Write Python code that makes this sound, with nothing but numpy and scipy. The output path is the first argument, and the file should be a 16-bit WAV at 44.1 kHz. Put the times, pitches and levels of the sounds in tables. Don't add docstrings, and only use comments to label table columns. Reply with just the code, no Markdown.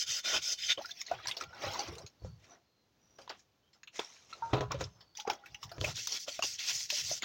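import sys
import numpy as np
from scipy import signal
from scipy.fft import rfft, irfft, next_fast_len
from scipy.io import wavfile
from scipy.ndimage import uniform_filter1d, map_coordinates

SR = 44100
rng = np.random.default_rng(int(sys.argv[2]) if len(sys.argv) > 2 else 0)


def master_out(mix):
    frames = np.transpose(np.atleast_2d(mix))
    ceiling = np.clip(frames, -1, 1)
    pcm = np.round(ceiling * 32767).astype(np.int16)
    wavfile.write(sys.argv[1], SR, pcm)


N = 319284

# (frequency [Hz], gain [dB])
AIR_COLOUR = [(20, -7.5), (60, 9.5), (130, 10.5), (300, 5.5), (1000, -2.5), (2000, -8), (4000, -8),
              (7000, -11.5), (12000, 0.5), (16000, -5)]

# (start [s], length [s], hardest press [share of length], grit [dB],
# drag of the steel's middle modes [dB], body of the part on the table [dB], bite of the drag [dB])
SPROCKET_STROKES = [(-.1, .16, 0.56, -28.5, -37, -62, -3.5), (.054, 0.17, 0.56, -29.5, -38, -55.5, -0.5),
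                    (.23, 0.18, 0.65, -28.5, -32.5, -38.5, 3), (.405, 0.16, .7, -28, -38.5, -54, -1.5),
                    (.57, 0.19, 0.74, -33, -37, -79, 13)]
FORK_STROKES = [(5.79, 0.16, 0.63, -37.5, -47.5, -49.5, 3.1), (5.94, 0.15, 0.31, -33.5, -44, -69, 2.7),
                (6.066, 0.14, 0.58, -32.5, -42.5, -54, 1), (6.185, 0.087, 0.12, -33, -52.5, -93, 0.82),
                (6.265, 0.17, 0.067, -37, -49.5, -61.5, 8.3), (6.418, 0.17, 0.086, -29, -46, -60.5, 11),
                (6.575, 0.17, 0.83, -28.5, -38, -56.5, 1.3), (6.712, 0.18, 0.32, -29.5, -46, -65.5, 1.4),
                (6.885, 0.16, .7, -27.5, -39, -60, 1), (7.02, .19, 0.5, -29.5, -46.5, -61.5, 2.3),
                (7.21, 0.072, 0.34, -50, -38.5, -47.5, 1)]
# (frequency [Hz], width [Hz], level [dB])
SPROCKET_MODES = [(607, 74, -6.5), (1450, 59, 5), (2090, 60, -18), (2480, 110, -12), (3120, 69, 7),
                  (3260, 68, -0.5), (3543, 110, 8.5), (4520, 150, -10.5), (5030, 160, 0), (6400, 120, -7),
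                  (6030, 66, -4), (7700, 88, -6)]
FORK_MODES = [(1430, 19, 6.5), (2690, 60, -0.5), (3330, 700, 1.5)]
# (frequency [Hz], gain [dB])
GRIT_COLOUR = [(3000, -45.5), (4300, 3), (5500, 10.5), (7000, 8), (9000, 8.5), (13000, 9), (15000, 3.5)]
DRAG_COLOUR = [(1100, -28), (1900, -4.5), (2500, -4), (3200, -5.5), (4000, -6.5), (5500, -23)]
BODY_COLOUR = [(180, -7), (350, 0), (700, 2.5), (1400, -2.5), (2200, -29.5)]
START_S, STOP_S, TURN_DB = 0.018, 0.032, 23.5
SWELL_DB = 6
DRAG_SWELLS, BODY_SWELLS = 0.53, 1.4
BITE_HALF_S = 0.03

# (peak [s], rise [s], fall [s], level [dB])
TABLE_SHAKES = [(.104, 0.064, .05, -52), (.354, .04, .15, -51), (.65, 0.13, 0.071, -59.5),
                (1.142, .04, 0.16, -52), (1.286, 0.052, 0.083, -52.5), (1.472, 0.042, 0.094, -48),
                (1.68, .1, 0.072, -41.5), (1.894, 0.04, 0.13, -40.5), (2.05, 0.16, 0.035, -47),
                (2.242, 0.027, 0.17, -34), (4.43, 0.019, 0.43, -57), (4.54, 0.01, 0.35, -34.5),
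                (4.834, 0.38, 0.11, -40.5), (5.528, .06, 0.084, -52.5), (5.654, 0.028, 0.17, -47),
                (5.82, .05, 0.18, -34), (5.9, 0.11, 0.068, -44), (6.456, 0.2, 0.28, -60),
                (6.76, 0.074, 0.35, -59), (7.03, .03, 0.17, -49.5), (7.13, 0.13, 0.037, -53),
                (7.24, 0.043, .1, -67)]
# (frequency [Hz], gain [dB])
SHAKE_COLOUR = [(30, -32), (60, 2), (90, 4.5), (125, 6), (170, -1.5), (300, -48)]
# (time [s], level [dB], clack relative to the knock [dB])
KNOCKS = [(2.221, -45.5, -24), (2.248, -46, -5.5), (4.534, -12.5, -51), (4.579, -25.5, -32),
          (4.608, -18, -5), (4.744, -32, -2), (4.809, -27.5, 7), (5.782, -33.5, -1), (5.815, -26.5, -20),
          (5.839, -36.5, -11)]
# (frequency [Hz], level [dB], t60 [s])
TABLE_MODES = [(127, 0, 0.3), (327, 0, 0.084), (414.7, -5.5, 0.2), (500, -3.5, 0.093), (629.4, -6, 0.12),
               (1000, -16, 0.22)]

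# (peak [s], rise [s], fall [s], fizz [dB], splash [dB], slosh [dB])
RINSING = [(.78, 0.0029, .06, -79, -46, -45), (.82, 0.019, 0.14, -43.5, -54, -67),
           (.92, .15, 0.011, -44.5, -57, -90), (1.008, 0.091, 0.054, -42, -49, -90),
           (1.09, 0.052, 0.11, -52, -49, -59), (1.115, 0.0095, .07, -62, -48, -38),
           (1.2, .1, 0.084, -57, -61.5, -65), (1.256, 0.06, 0.026, -84, -45.5, -51.5),
           (1.3, 0.027, .1, -50, -43.5, -51), (1.37, 0.0067, 0.048, -39, -72, -48.5),
           (1.424, 0.032, 0.047, -68, -47.5, -43.5), (1.646, 0.13, 0.16, -48, -45, -41),
           (1.724, 0.166, 0.29, -42.5, -48.5, -52), (1.802, 0.146, 0.16, -47, -47.5, -44.5),
           (1.875, 0.037, 0.068, -75, -55, -49), (2.03, .3, 0.085, -63.5, -82.5, -59.5),
           (5.18, 0.025, 0.078, -41, -52, -84), (5.277, .01, 0.03, -52, -45, -31),
           (5.3, 0.0027, 0.054, -34, -38.5, -29), (5.44, 0.23, 0.22, -82, -71, -63.5),
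           (5.54, .15, 0.057, -58.5, -71, -90), (5.636, 0.028, .035, -38, -48.5, -63),
           (5.775, 0.16, 0.011, -52.5, -67, -53)]
# (frequency [Hz], gain [dB])
FIZZ_COLOUR = [(3000, -41.5), (4300, -5.5), (5500, 10.5), (7000, -7.5), (10000, 4), (15000, 5)]
# (frequency [Hz], width [Hz], level [dB])
BUCKET_MODES = [(345, 36, -8), (626, 78, -10.5), (807, 18, 2), (3340, 25, -1.5), (4900, 22, -2)]
# (time [s], level [dB], pitch [Hz], t60 [s])
DROPS = [(0.809, -40, 860, 0.058), (0.847, -27.5, 1434, 0.033), (0.893, -41.5, 1670, 0.039),
         (0.913, -27.5, 3580, 0.03), (1.011, -49, 3520, 0.065), (1.114, -21, 705, 0.035),
         (1.185, -40.5, 1620, 0.059), (1.258, -40, 1000, 0.073), (1.41, -27.5, 1336, 0.044),
         (1.637, -23.5, 602, 0.038), (1.754, -25.5, 1000, 0.037), (1.792, -33, 830, 0.14),
         (1.884, -39, 345, 0.15), (1.668, -30, 550, .04), (1.925, -41, 448, 0.1), (2.0, -40.5, 553, .06),
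         (2.035, -42.5, 412, 0.082), (1.2, -43.5, 1270, 0.052), (1.285, -38, 1030, 0.049),
         (1.505, -49, 1383, 0.068), (1.53, -42.5, 1495, .05), (5.251, -36, 838, 0.07),
         (5.277, -23.5, 440, 0.026), (5.298, -20, 840, 0.041), (5.332, -42, 793, 0.049),
         (5.438, -46, 1444, 0.07), (5.716, -32, 680, 0.048)]
# (time [s], level [dB], pitch [Hz], t60 [s])
GULPS = [(.775, -28.5, 584, 0.087), (1.96, -42, 478, 0.079)]
# (time [s], level [dB], pitch [Hz], t60 [s])
BUCKET_RINGS = [(.86, -62, 692, 0.56), (1.116, -48, 750, 0.25), (1.41, -54, 1380, 1),
                (5.186, -42.5, 850, 0.16), (5.3, -54, 814, 0.77), (5.545, -59, 830, 0.22)]
# (peak [s], rise [s], fall [s], level [dB])
SPRAY = [(1.28, 0.0049, .05, -25.5), (1.885, .003, 0.022, -45), (1.925, 0.0034, .02, -48),
         (1.953, .003, .03, -42.5), (1.984, .003, .05, -45)]
# (frequency [Hz], gain [dB])
MIST_COLOUR = [(7000, -18), (8800, 8), (12500, -9), (14000, -17), (16000, -16)]
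FADE_DB = 25

# (time [s], level [dB], centre [Hz], t60 [s])
WATER_SLAPS = [(0.7741, -30.5, 2570, 0.045), (0.8566, -28, 5100, 0.035), (0.9084, -31.5, 3780, 0.038),
               (1.014, -21, 4050, 0.034), (1.064, -35, 5560, 0.11), (1.1128, -31, 1900, 0.031),
               (1.257, -25.5, 1700, 0.02), (1.271, -15.5, 2360, 0.018), (1.284, -16.5, 5100, 0.026),
               (1.2936, -19.5, 3480, 0.014), (1.312, -19, 2740, 0.046), (1.3678, -24.5, 3900, 0.062),
               (1.402, -33, 2600, 0.04), (1.4094, -23, 5130, 0.05), (1.423, -25, 4000, 0.023),
               (1.437, -29, 3030, 0.034), (1.6207, -29, 3400, 0.037), (1.7345, -27.5, 5820, 0.053),
               (1.7918, -24, 5100, 0.087), (1.953, -33.5, 2800, 0.031), (1.9824, -33.5, 6550, 0.041),
               (2.0637, -36.5, 4820, 0.08), (5.1512, -40.5, 4093, 0.078), (5.1718, -27.5, 5570, 0.034),
               (5.1991, -26, 3670, 0.058), (5.2994, -21.5, 3400, 0.026), (5.333, -27.5, 1600, 0.026),
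               (5.4584, -37, 2130, 0.1), (5.5449, -29, 2520, 0.046), (5.6301, -30.5, 2760, 0.082),
               (5.693, -40, 2290, 0.07), (5.716, -28.5, 1530, 0.054)]
PAPER_SNAPS = [(3.186, -42.5, 1760, 0.035), (3.215, -43.5, 4600, 0.08), (3.277, -39, 1200, 0.021),
               (3.294, -27, 3750, 0.034), (3.301, -30, 2410, 0.03), (3.3927, -48.5, 6560, 0.088),
               (3.7314, -50.5, 4960, 0.1), (3.8322, -35.5, 2370, 0.04), (3.8736, -37.5, 2800, 0.075),
               (3.9937, -19.5, 3150, 0.023), (4.3276, -35.5, 2360, 0.087), (4.535, -23, 3400, 0.029),
               (4.7181, -19.5, 6100, 0.023), (4.8404, -28.5, 5100, 0.038), (5.007, -43.5, 3800, 0.1)]
GRIT_CATCHES = [(5.8122, -14, 3660, 0.0097), (5.8434, -17, 2900, 0.069), (6.0716, -12.5, 6570, 0.028),
                (6.121, -20, 5040, 0.046), (6.391, -20, 1400, 0.024), (6.4232, -18, 3200, 0.09),
                (6.764, -30, 3400, 0.018), (6.8044, -28, 5300, 0.079), (6.9022, -12.5, 2720, 0.038),
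                (7.222, -20, 2420, 0.035)]
WATER_TREBLE_DB, PAPER_TREBLE_DB, GRIT_TREBLE_DB = -9, -16, -9

# (start [s], length [s], start pitch [Hz], end pitch [Hz], level [dB])
BIRDS = [(2.187, 0.2, 4410, 4520, -68.5), (2.495, 0.058, 5900, 5920, -58.5),
         (2.598, 0.3, 4270, 4070, -80.5), (2.997, 0.27, 5850, 5750, -69.5), (3.616, 0.083, 3040, 3170, -74),
         (4.902, 0.079, 6300, 6130, -72), (4.885, 0.17, 5250, 5300, -74), (5.035, 0.13, 4560, 4450, -70.5)]
# (time [s], level [dB], pitch [Hz], t60 [s])
TAPS = [(2.248, -37.5, 515, 0.063), (2.508, -58.5, 702, 0.27), (3.19, -50.5, 540, 0.19),
        (3.277, -35, 1000, 0.025), (3.299, -45, 868, 0.11), (3.993, -31, 419, 0.04),
        (4.327, -36, 1327, 0.053), (4.709, -29, 1110, 0.027), (4.746, -33.5, 550, 0.076),
        (4.808, -21.5, 524, 0.04), (5.841, -23, 608, 0.045), (6.278, -32.5, 579, 0.062),
        (6.392, -21.5, 663, 0.024), (6.424, -31, 1120, 0.031), (6.925, -36.5, 592, 0.074),
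        (7.113, -31.5, 630, 0.083)]
# (peak [s], rise [s], fall [s], crisp [dB], rustle [dB], body [dB])
HANDLING = [(2.262, .06, 0.093, -60, -70, -56), (2.446, 0.085, 0.18, -62.5, -61.5, -66.5),
            (2.53, .08, 0.068, -80, -72, -52), (3.188, 0.0049, 0.11, -60, -59.5, -50.5),
            (3.303, 0.014, 0.066, -71, -44.5, -47), (3.394, 0.053, .07, -61.5, -79, -94),
            (3.752, 0.019, .05, -67.5, -74, -64), (3.96, 0.036, 0.42, -46.5, -52, -58),
            (3.993, 0.0046, 0.042, -48, -38.5, -31), (4.19, 0.13, 0.027, -78, -69, -79),
            (4.31, 0.032, 0.21, -58, -59, -58.5), (4.51, 0.17, 0.053, -60, -64.5, -49),
            (4.534, 0.0058, 0.095, -83, -37.5, -26.5), (4.609, 0.0043, 0.059, -91, -52, -31.5),
            (4.714, 0.012, .09, -78, -41.5, -37), (4.815, 0.03, 0.066, -42, -44, -37),
            (5.02, 0.22, 0.093, -80, -77, -64.5)]
# (frequency [Hz], gain [dB])
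CRISP_COLOUR = [(3000, -33), (4300, -12), (5500, 4), (7000, -1), (10000, 1), (16000, -13)]
# (struck [s], level [dB], laid down [s])
TUBE_TAP = (4.422, -31.5, 4.532)
# (frequency [Hz], level [dB], t60 [s])
TUBE_MODES = [(635, -45, 0.14), (918, 5.5, 0.24), (1265, -15, 0.18), (1380, -9, 0.15), (1570, -19, 0.18)]

# (frequency [Hz], gain [dB])
MICROPHONE_COLOUR = [(20, -22.5), (55, -5.5), (5000, -2), (6500, -2), (7500, -12.5), (8500, -22.5),
                     (10000, -26), (13500, -27), (14800, -15.5), (16000, -14)]
TOP_HZ = 16000


def amp(db):
    return 10 ** (np.asarray(db) / 20)


def unit(x):
    return x / np.sqrt(np.mean(x ** 2) + 1e-20)


def filtered(x, response):
    m = next_fast_len(len(x) + 8192)
    spectrum = rfft(x, m) * response(np.fft.rfftfreq(m, 1 / SR))
    return irfft(spectrum, m)[:len(x)]


def colour(points):
    f, db = np.transpose(points)
    return lambda hz: amp(np.interp(np.log(hz + 1), np.log(f), db))


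def resonances(modes, ring_db):
    def response(f):
        ring = sum(amp(db) * 1j * f * w / (c * c - f * f + 1j * f * w) for c, w, db in modes)
        return 1 + amp(ring_db) * ring
    return response


def wobble(knots_per_s):
    knots = rng.standard_normal(int(N * knots_per_s / SR) + 4)
    return map_coordinates(knots, [np.arange(N) * knots_per_s / SR])


def add(track, s, sound):
    part = track[round(s * SR):][:len(sound)]
    part += sound[:len(part)]


def surges(events):
    t, out = np.arange(0, N, 16) / SR, 0
    for s, rise, fall, *db in events:
        away = np.maximum((s - t) / max(rise, 1e-3), (t - s) / max(fall, 1e-3))
        out = out + np.outer(amp(db), amp(-FADE_DB * away))
    return [np.interp(np.arange(N) / SR, t, g) for g in out]


def grains(per_s, cycles, spread_db, rise, hiss_db, patchy_db):
    draw = rng.random((round(per_s * N / SR), 3))
    k = np.arange(768)
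    hz = 300 * 30 ** draw[:, 1:2]
    turns = hz * k / SR
    phase = 2 * np.pi * turns * (1 + rise * turns / cycles)
    tone = np.sin(phase) * np.exp(-turns / cycles) * np.minimum(turns, 1)
    size = amp(-spread_db * np.log(draw[:, 2:] * 0.95 + 0.05)) * hz / 1000
    at = (draw[:, :1] * N).astype(int) + k
    tones = np.bincount(at.ravel(), (size * tone).ravel(), N + len(k))[:N]
    hissing = unit(tones) + amp(hiss_db) * rng.standard_normal(N)
    z = signal.stft(hissing, nperseg=256)[2]
    patches = uniform_filter1d(rng.standard_normal(z.shape), size=2, axis=0)
    patches = uniform_filter1d(patches, size=15, axis=1)
    return signal.istft(z * amp(patchy_db * unit(patches)), nperseg=256)[1][:N]


def rubbing(gains, source, top_colour):
    colours = (top_colour, DRAG_COLOUR, BODY_COLOUR)
    return sum(g * unit(filtered(source, colour(c))) for g, c in zip(gains, colours))


def ringing(modes, t):
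    return sum(amp(db + rng.normal(0, 1.44) - 60 * t / t60) * np.sin(2 * np.pi * hz * t)
               for hz, db, t60 in modes)


def hollow(events, rise, attack_s, lift_db=2.0):
    out, t = np.zeros(N), np.arange(SR // 2) / SR
    for s, db, hz, t60 in events:
        pitch_hz = hz * (1 + rise * (np.minimum(t / t60, 1) - 0.2))
        phase = 2 * np.pi * np.cumsum(pitch_hz) / SR
        rough = 1 + 0.5 * unit(uniform_filter1d(rng.standard_normal(len(t)), size=250))
        envelope = amp(db + lift_db - 60 * t / t60) * (1 - np.exp(-t / attack_s))
        add(out, s, envelope * np.sin(phase) * rough)
    return out


def air():
    return amp(-65 + 1.9 * wobble(4)) * unit(filtered(rng.standard_normal(N), colour(AIR_COLOUR)))


def strokes_of_hand(strokes):
    t, out = np.arange(0, N, 16) / SR, 0
    for s, length, hardest, grit_db, drag_db, body_db, bite_db in strokes:
        from_press = np.abs(t - (s + hardest * length))
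        slow = np.maximum(1 - (t - s) / START_S, 1 - (s + length - t) / STOP_S)
        slow = np.maximum(slow, 0)
        swell = -SWELL_DB * from_press / length * 2
        bite = bite_db * np.clip(2 - 2 * from_press / BITE_HALF_S, 0, 1)
        levels_db = np.array([grit_db + swell,
                              drag_db + DRAG_SWELLS * swell + bite,
                              body_db + BODY_SWELLS * swell + 2 * bite])
        out = out + amp(levels_db - TURN_DB * slow)
    return [np.interp(np.arange(N) / SR, t, g) for g in out]


def sanding(strokes, steel_modes, ring_db):
    scratch = grains(per_s=800, cycles=4, spread_db=1.3, rise=0, hiss_db=9, patchy_db=2.6)
    scratch = scratch * amp(1.2 * wobble(45))
    ringing_steel = filtered(scratch, resonances(steel_modes, ring_db))
    return rubbing(strokes_of_hand(strokes), ringing_steel, GRIT_COLOUR)


def table():
    out, t = np.zeros(N), np.arange(SR // 2) / SR
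    for s, db, clack_db in KNOCKS:
        noise = filtered(rng.standard_normal(len(t)), lambda f: 1 / (1 + f / 900))
        clack = amp(clack_db - 60 * t / 0.04) * unit(noise)
        add(out, s, amp(db - 7.0) * (ringing(TABLE_MODES, t) + clack))
    rumble = unit(filtered(rng.standard_normal(N), colour(SHAKE_COLOUR)))
    return out + surges(TABLE_SHAKES)[0] * rumble


def water():
    swarm = grains(per_s=800, cycles=17, spread_db=2.3, rise=0.008, hiss_db=3, patchy_db=2.3)
    swarm = swarm * amp(1.2 * wobble(50))
    wash = rubbing(surges(RINSING), swarm, FIZZ_COLOUR)
    wash = filtered(wash, resonances(BUCKET_MODES, ring_db=3))
    drops = hollow(DROPS, rise=0.2, attack_s=0.0008)
    gulps = hollow(GULPS, rise=0.95, attack_s=0.015, lift_db=11)
    spray = surges(SPRAY)[0] * unit(filtered(swarm, colour(MIST_COLOUR)))
    wall = hollow(BUCKET_RINGS, rise=0, attack_s=0.003)
    return wash + drops + gulps + spray + wall


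def snaps(events, treble_db):
    out, t = np.zeros(N), np.arange(4096) / SR
    for s, db, hz, t60 in events:
        ragged = amp(rng.normal(0, 7.64, 64))

        def band(f):
            peak = np.exp(-0.5 * (np.log2((f + 1) / hz) / 0.24) ** 2)
            crack = np.where(f < 7500, 0.34 * (f > 900), amp(treble_db))
            return (peak + crack) * np.interp(f, np.arange(64) * 350, ragged)

        burst = unit(filtered(rng.standard_normal(len(t)), band))
        decay = amp(db - 5.5 - 60 * t / t60) + amp(db - 8 - 60 * t / 0.0045)
        add(out, s, decay * (1 - np.exp(-t / 0.0007)) * burst)
    return out


def birds():
    out = np.zeros(N)
    for s, length, start_hz, end_hz, db in BIRDS:
        u = np.arange(round(length * SR)) / round(length * SR)
        blur = 1 + 0.93 * unit(uniform_filter1d(rng.standard_normal(len(u)), size=150))
        phase = 2 * np.pi * np.cumsum(start_hz + (end_hz - start_hz) * u) / SR
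        add(out, s, amp(db) * np.sqrt(np.sin(np.pi * u)) * blur * np.sin(phase))
    return out


def taps():
    return hollow(TAPS, rise=0, attack_s=0.00076)


def handling():
    rustle = grains(per_s=600, cycles=4, spread_db=1.8, rise=0, hiss_db=7, patchy_db=2.4)
    return rubbing(surges(HANDLING), rustle * amp(1.4 * wobble(60)), CRISP_COLOUR)


def tube():
    out, t = np.zeros(N), np.arange(SR // 4) / SR
    s, db, down = TUBE_TAP
    held = np.clip((down - s - t) / 0.004, 0, 1)
    add(out, s, amp(db) * ringing(TUBE_MODES, t) * (1 - np.exp(-t / 0.0014)) * held)
    return out


def walls(x):
    t = np.arange(SR // 4) / SR
    tail = rng.standard_normal(len(t)) * amp(-60 * t / 0.094) * (t > 0.003)
    return signal.fftconvolve(x, tail / np.linalg.norm(tail))[:N]


def scene():
    near = sanding(SPROCKET_STROKES, SPROCKET_MODES, ring_db=6)
    near = near + sanding(FORK_STROKES, FORK_MODES, ring_db=1)
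    near = near + water() + handling() + taps() + table() + tube()
    near = near + snaps(WATER_SLAPS, WATER_TREBLE_DB)
    near = near + snaps(PAPER_SNAPS, PAPER_TREBLE_DB)
    near = near + snaps(GRIT_CATCHES, GRIT_TREBLE_DB)
    return (near + amp(-13.5) * walls(near) + birds() + air())[None]


def record(dry):
    heard = filtered(dry[0], colour(MICROPHONE_COLOUR))
    return filtered(heard, lambda hz: hz < TOP_HZ)[None]


dry = scene()
out = record(dry)
master_out(out)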